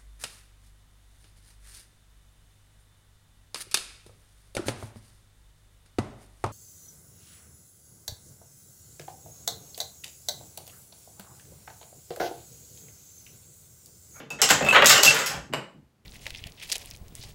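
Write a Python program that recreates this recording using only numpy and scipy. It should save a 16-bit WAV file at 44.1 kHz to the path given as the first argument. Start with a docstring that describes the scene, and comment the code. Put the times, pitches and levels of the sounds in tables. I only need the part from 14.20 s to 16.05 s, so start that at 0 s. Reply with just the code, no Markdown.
"""A tower of small wooden planks topples onto a wooden table in a quiet playroom.
First a few planks knock on the table top, which answers with a hollow note. Then the rest
tumble, clack against each other and ring briefly as they bounce, over dull thumps of
furniture and floor. The pile settles, and at about 1.3 s a last plank slaps the floor.
Two faint thumps follow. The room gives every knock, clack and slap a short, dense echo."""
import sys
import numpy as np
from scipy import signal
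from scipy.fft import rfft, irfft
from scipy.io import wavfile

SR = 44100
rng = np.random.default_rng(int(sys.argv[2]) if len(sys.argv) > 2 else 0)


def generate_wav(sig):
    """Save sig (samples, or channels by samples) to the path in sys.argv[1] as 16-bit PCM at SR."""
    pcm = np.round(np.clip(np.atleast_2d(sig).T, -1, 1) * 32767).astype(np.int16)
    wavfile.write(sys.argv[1], SR, pcm)


N = 81585

# A "colour" says how strong a sound is at each pitch. A "mode" is one tone that a thing rings at.
# "t60" is the time a sound takes to fade by 60 dB. "direct" is the sound's level over its echo.

# colour of the room's still air: f/Hz, level/dB
AIR_COLOUR = [(15, -31.5), (30, -14), (75, -1.5), (200, -8), (400, -15), (1000, -23), (4000, -31.5),
              (16000, -40.5)]
# how long the room echoes: f/Hz, t60/s
ROOM_DECAY = [(100, 0.33), (400, 0.43), (1200, 0.4), (3000, 0.35), (7000, 0.35), (14000, 0.17)]
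# dull thumps of furniture and floor: t/s, thump level/dB, deep boom level/dB
THUMP_EVENTS = [(0.0, -44.5, -70), (0.118, -43, -56), (0.221, -39, -60), (0.305, -28.5, -43),
                (0.409, -27.5, -42), (0.475, -33, -54), (0.573, -32.5, -45), (0.631, -30.5, -42),
                (0.717, -35.5, -59), (0.854, -30, -46), (0.971, -42, -56), (1.08, -44.5, -48),
                (1.14, -37.5, -43.5), (1.188, -54, -54), (1.297, -36.5, -59), (1.343, -37.5, -64),
                (1.53, -50, -62), (1.555, -54, -65)]
# colours of a thump and its boom: f/Hz, level/dB
THUMP_COLOUR = [(15, -62), (40, -37), (100, -17), (135, 2.5), (175, -2.5), (240, -4), (330, -9), (700, -37),
                (3000, -66)]
BOOM_COLOUR = [(15, -59.5), (28, -35.5), (40, -14.5), (54, 2), (85, 0.5), (130, -13.5), (400, -49.5)]
# the last plank lands, one end and then the other: t/s, level/dB, tick level/dB, direct/dB
FLOOR_LANDINGS = [(1.3272, -38, -58, -7.5), (1.3363, -31.5, -43, 3), (1.344, -37.5, -59, 3.5)]
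# colour of its slap on the floor: f/Hz, level/dB
SLAP_COLOUR = [(100, -35), (280, -2), (550, 2), (1200, 4.5), (1800, 0), (2300, -3.5), (2800, -6.5),
               (3400, -15), (4300, -9), (6200, -24), (7400, -18), (9500, -28), (13000, -42), (16000, -36)]
# planks ringing between two contacts: t/s, f/Hz, level/dB, free time/s, direct/dB
BOUNCE_RINGS = [ (0.1042, 2616, -36.5, 0.14, -3.5), (0.1038, 3690, -58, .008, -5),
                (0.1043, 6750, -49.5, 0.0062, 2), (0.219, 2815, -25, .002, -9),
                (0.2176, 3100, -28, 0.0023, -14), (0.2189, 7480, -32, 0.0051, -6),
                (0.2175, 11150, -34, .003, 3), (0.3047, 7450, -31, 0.016, -13),
                (0.429, 2620, -45, 0.04, 12), (0.4494, 2620, -35, 0.01, 4),
                (0.4632, 2638, -32.5, 0.046, 7.5), (0.4872, 2620, -29.5, 0.018, 13.5),
                (0.4873, 7400, -41, .01, -2), (0.5103, 2632, -34.5, 0.0066, 15),
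                (0.5476, 6750, -40, .008, -2), (0.6205, 2690, -33.5, 0.012, 4.5),
                (0.725, 2820, -28.5, 0.063, -2.5), (0.779, 2880, -24, .03, -0.5),
                (0.8632, 2688, -27.5, 0.092, 13.5), (0.878, 2688, -29.5, 0.022, 19),
                (0.906, 2688, -30.5, .009, 12), (0.965, 10720, -43, 0.0058, -13),
                (0.990, 6680, -36.5, 0.077, -1), (1.06, 2930, -48, 0.015, -8),
                (1.0594, 10800, -37, 0.0017, -13), ]
# blows on the table and between planks: t/s, body level/dB, knock level/dB, clack level/dB, direct/dB
PLANK_BLOWS = [ (0.001, -45, -47.5, -61.5, -1), (0.104, -43, -50, -47, -3.5),
               (0.1888, -40.5, -36.5, -53.5, -13), (0.2173, -28.5, -24, -20.5, -1.5),
               (0.29, -50, -36.5, -36.5, 5.5), (0.299, -44, -30.5, -37.5, 5),
               (0.3038, -28, -24.5, -28.5, 2.5), (0.3081, -27.5, -22, -25, 1.5),
               (0.4080, -25, -34.5, -59, 0), (0.425, -39, -43.5, -51, 3.5), (0.4484, -41, -38, -44.5, 0.5),
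               (0.4646, -32.5, -29.5, -43, -4), (0.475, -29.5, -34, -56.5, -4.5),
               (0.4879, -36, -32, -35.5, -2.5), (0.526, -28, -15.5, -36, -9),
               (0.5468, -26.5, -19, -45, 0.5), (0.554, -23.5, -20, -48.5, -0.5),
               (0.561, -30, -17, -47.5, 3.5), (0.569, -28, -25.5, -49.5, -0.5),
               (0.581, -28.5, -25, -51.5, 1), (0.6222, -26.5, -19, -47.5, 5),
               (0.645, -31.5, -23.5, -37, 3.5), (0.6586, -35, -37, -21.5, 2), (0.665, -43.5, -33, -26, 1),
               (0.6705, -42.5, -34, -22.5, 0), (0.682, -34, -27.5, -22.5, -19),
               (0.696, -34, -30, -19.5, 0.5), (0.7022, -30.5, -23, -30.5, 2.5),
               (0.710, -34.5, -21, -20, -3.5), (0.726, -28.5, -22, -28.5, -4), (0.745, -34, -31.5, -37, -5),
               (0.759, -35.5, -21, -31.5, -1), (0.779, -31, -31.5, -31.5, -3),
               (0.8296, -30, -24, -24.5, -6), (0.8335, -37.5, -30.5, -22, 4),
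               (0.849, -29.5, -32, -18, -5.5), (0.8634, -35.5, -32.5, -31.5, -1.5),
               (0.880, -37, -29.5, -29, -6), (0.906, -29.5, -24.5, -36.5, -4.5),
               (0.945, -61, -27, -33.5, -6), (0.9662, -52, -28.5, -53, 0), (0.990, -33, -30, -35, -6),
               (1.015, -48, -31.5, -41.5, -10.5), (1.0618, -42, -34, -31, -5.5),
               (1.094, -40, -33, -41, -20), (1.136, -41, -40.5, -51, -3.5), ]
# colours of the table's hollow body, a knock on its top and a clack of planks: f/Hz, level/dB
BODY_COLOUR = [(60, -42), (150, -28.5), (280, -12.5), (450, 0), (650, -1), (900, -5.5), (1300, -10),
               (2500, -30), (8000, -63.5)]
KNOCK_COLOUR = [(200, -36.5), (700, -12), (1250, 1), (1900, 1), (2400, -1.5), (3100, -2), (3900, -10),
                (4800, -23), (8000, -40.5), (16000, -56)]
CLACK_COLOUR = [(500, -31), (2200, -11), (3700, 0), (5200, 3), (6200, -1), (7600, 3), (8600, -6.5),
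                (9700, -12.5), (11200, -5.5), (14000, -11.5), (15700, -9)]
# modes of a plank: f/Hz, level against the clack/dB, t60/s
PLANK_TONES = [(2746, -10, .05), (3066, -16, .05), (3590, -17.5, .05), (5440, -26, .03), (6580, -8.5, .09),
               (7400, -17.5, .04), (7530, -12, 0.045), (11060, -17, .1), (12650, -15, .04)]
# modes of the table top: f/Hz, relative level/dB
TABLE_TONES = [(790, -2.5), (983, -5), (1166, -6.5), (1272, -1), (1422, 1), (1494, 0.5), (1527, 0.5),
               (1605, -2.5), (1777, -5), (1868, 0.5), (1945, -4), (2032, -3.5), (2202, -6)]

SNAP_T60_S = 0.002  # the tiny click as a plank hits something


def undb(db):
    """Turn decibels into a number to multiply by."""
    return 10 ** (np.asarray(db) / 20)


def unit(x):
    """Scale a sound to an energy of one."""
    return x / np.sqrt(np.sum(x ** 2))


def add(out, start_s, x):
    """Mix x into out, starting at start_s."""
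    i = max(int(start_s * SR), 0)
    out[i:i + len(x)] += x[:len(out) - i]


def fade(t60, size):
    """A curve that falls by 60 dB every t60 seconds."""
    return np.exp(-np.log(1000) * np.arange(size) / SR / t60)


def rise(rise_s, size):
    """A curve that climbs from zero and levels off at one."""
    return 1 - np.exp(-np.arange(size) / SR / rise_s)


def colour_gains(colour, size):
    """Join the points of a colour into one gain for each frequency."""
    hz, db = np.array(colour, float).T
    f = np.maximum(np.fft.rfftfreq(size, 1 / SR), 1)
    return undb(np.interp(np.log(f), np.log(hz), db))


def coloured(x, colour, size=2048):
    """Give x a colour, with a filter that never sounds before it is struck."""
    cepstrum = irfft(np.log(colour_gains(colour, size)))
    # folding the second half onto the first moves the filter's energy to its start
    cepstrum[1:size // 2] *= 2
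    cepstrum[size // 2 + 1:] = 0
    response = irfft(np.exp(rfft(cepstrum)))
    return signal.fftconvolve(x, response)[:len(x)]


def burst(colour, t60, size=4096):
    """Fading noise: many close modes struck at once and dying together."""
    return unit(coloured(rng.standard_normal(size) * fade(t60, size), colour))


def mode(hz, t60, size=4096):
    """One struck mode: a pure tone that fades."""
    return unit(np.sin(2 * np.pi * hz * np.arange(size) / SR) * fade(t60, size))


def still_air(level_db=-65.5):
    """The air of the room makes a faint, steady, low noise."""
    gains = colour_gains(AIR_COLOUR, N)
    phases = np.exp(2j * np.pi * rng.random(len(gains)))
    noise = irfft(gains * phases, N)
    return undb(level_db) * noise / noise.std()


def room_echoes(count, length_s=0.75):
    """One dense echo for each place that is hit; the highest pitches die first."""
    size = int(length_s * SR)
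    hz, t60s = np.array(ROOM_DECAY).T
    log_f = np.log(np.maximum(np.fft.rfftfreq(N, 1 / SR), 1))
    white = rfft(rng.standard_normal(N))
    bands = [irfft(white * np.interp(log_f, np.log(hz), pick), N) for pick in np.eye(len(hz))]
    shapes = [fade(t60, size) * rise(rise_s=0.0014, size=size) for t60 in t60s]
    starts = (rng.random(count) * (N - size)).astype(int)
    return [sum(band[i:i + size] * shape for band, shape in zip(bands, shapes)) for i in starts]


def in_room(x, echo, direct_db):
    """The sound that comes straight to the ear, plus its echo."""
    heard = signal.fftconvolve(x, echo)
    heard[:len(x)] += x * undb(direct_db) * np.linalg.norm(echo)
    return heard


def thumps(size=SR // 2):
    """Furniture and floor give low thumps that swell quickly and linger."""
    out = np.zeros(N)
    shape = fade(t60=0.45, size=size) * rise(rise_s=0.0039, size=size)
    for start_s, thump_db, boom_db in THUMP_EVENTS:
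        for colour, db in (THUMP_COLOUR, thump_db), (BOOM_COLOUR, boom_db):
            rumble = unit(coloured(rng.standard_normal(size) * shape, colour, size=8192))
            add(out, start_s, undb(db) * np.linalg.norm(shape) * rumble)
    return out


def last_plank(slap_t60_s=0.026, ring_t60_s=0.13, size=8192):
    """The last plank slaps the floor and rings at three modes; the lowest dies quickly."""
    out = np.zeros(N)
    ring = (undb(-7) * mode(hz=2882, t60=slap_t60_s, size=size)
            + undb(-10.5) * mode(hz=2947, t60=ring_t60_s, size=size)
            + undb(-23.5) * mode(hz=7395, t60=ring_t60_s, size=size))
    echoes = room_echoes(len(FLOOR_LANDINGS))
    for (start_s, db, tick_db, direct_db), echo in zip(FLOOR_LANDINGS, echoes):
        slap = undb(db) * (burst(SLAP_COLOUR, slap_t60_s, size) + ring)
        tick = undb(tick_db) * burst(CLACK_COLOUR, SNAP_T60_S, size)
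        add(out, start_s, in_room(slap + tick, echo, direct_db))
    return out


def bouncing_planks(ring_t60_s=0.16, damped_t60_s=0.015, size=6000):
    """A bouncing plank rings at its hardest-struck modes until its next contact stops it."""
    out = np.zeros(N)
    t = np.arange(size) / SR
    echoes = room_echoes(len(BOUNCE_RINGS))
    for (start_s, hz, db, free_s, direct_db), echo in zip(BOUNCE_RINGS, echoes):
        since_contact = np.maximum(t - free_s, 0)
        damping = np.exp(-np.log(1000) * since_contact / damped_t60_s)
        ring = unit(mode(hz, ring_t60_s, size) * damping)
        add(out, start_s, undb(db) * in_room(ring, echo, direct_db))
    return out


def falling_tower(pitch_spread=0.012, body_lag_s=0.002):
    """Each blow makes a plank clack and the table top knock; the hollow body answers a little late."""
    out = np.zeros(N)
    echoes = room_echoes(len(PLANK_BLOWS))
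    for (start_s, body_db, knock_db, clack_db, direct_db), echo in zip(PLANK_BLOWS, echoes):
        plank = sum(undb(db) * mode(hz * (1 + pitch_spread * rng.standard_normal()), t60)
                    for hz, db, t60 in PLANK_TONES)
        # where a plank lands decides how strong each table mode is; here chance picks it
        table = sum(undb(db) * rng.standard_normal() * mode(hz, t60=0.096) for hz, db in TABLE_TONES)
        clack = burst(CLACK_COLOUR, t60=0.06) + plank
        snap = undb(1.5) * burst(CLACK_COLOUR, SNAP_T60_S)
        knock = burst(KNOCK_COLOUR, t60=0.049) + undb(-16) * table
        body = burst(BODY_COLOUR, t60=0.076)
        blow = undb(clack_db) * (clack + snap) + undb(knock_db) * knock
        add(blow, body_lag_s, undb(body_db) * body)
        add(out, start_s, in_room(blow, echo, direct_db))
    return out


def scene():
    """Add up the planks, the thumps and the quiet room in one channel."""
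    mix = falling_tower() + bouncing_planks() + last_plank() + thumps() + still_air()
    return mix[None]


def record(dry, ceiling=0.9, top_hz=15750):
    """Round off the loudest peaks and cut the very highest pitches."""
    rounded = dry / (1 + (dry / ceiling) ** 4) ** (1 / 4)
    low_pass = signal.ellip(10, .2, 80, top_hz, fs=SR, output="sos")
    return signal.sosfilt(low_pass, rounded)


dry = scene()
out = record(dry)
generate_wav(out)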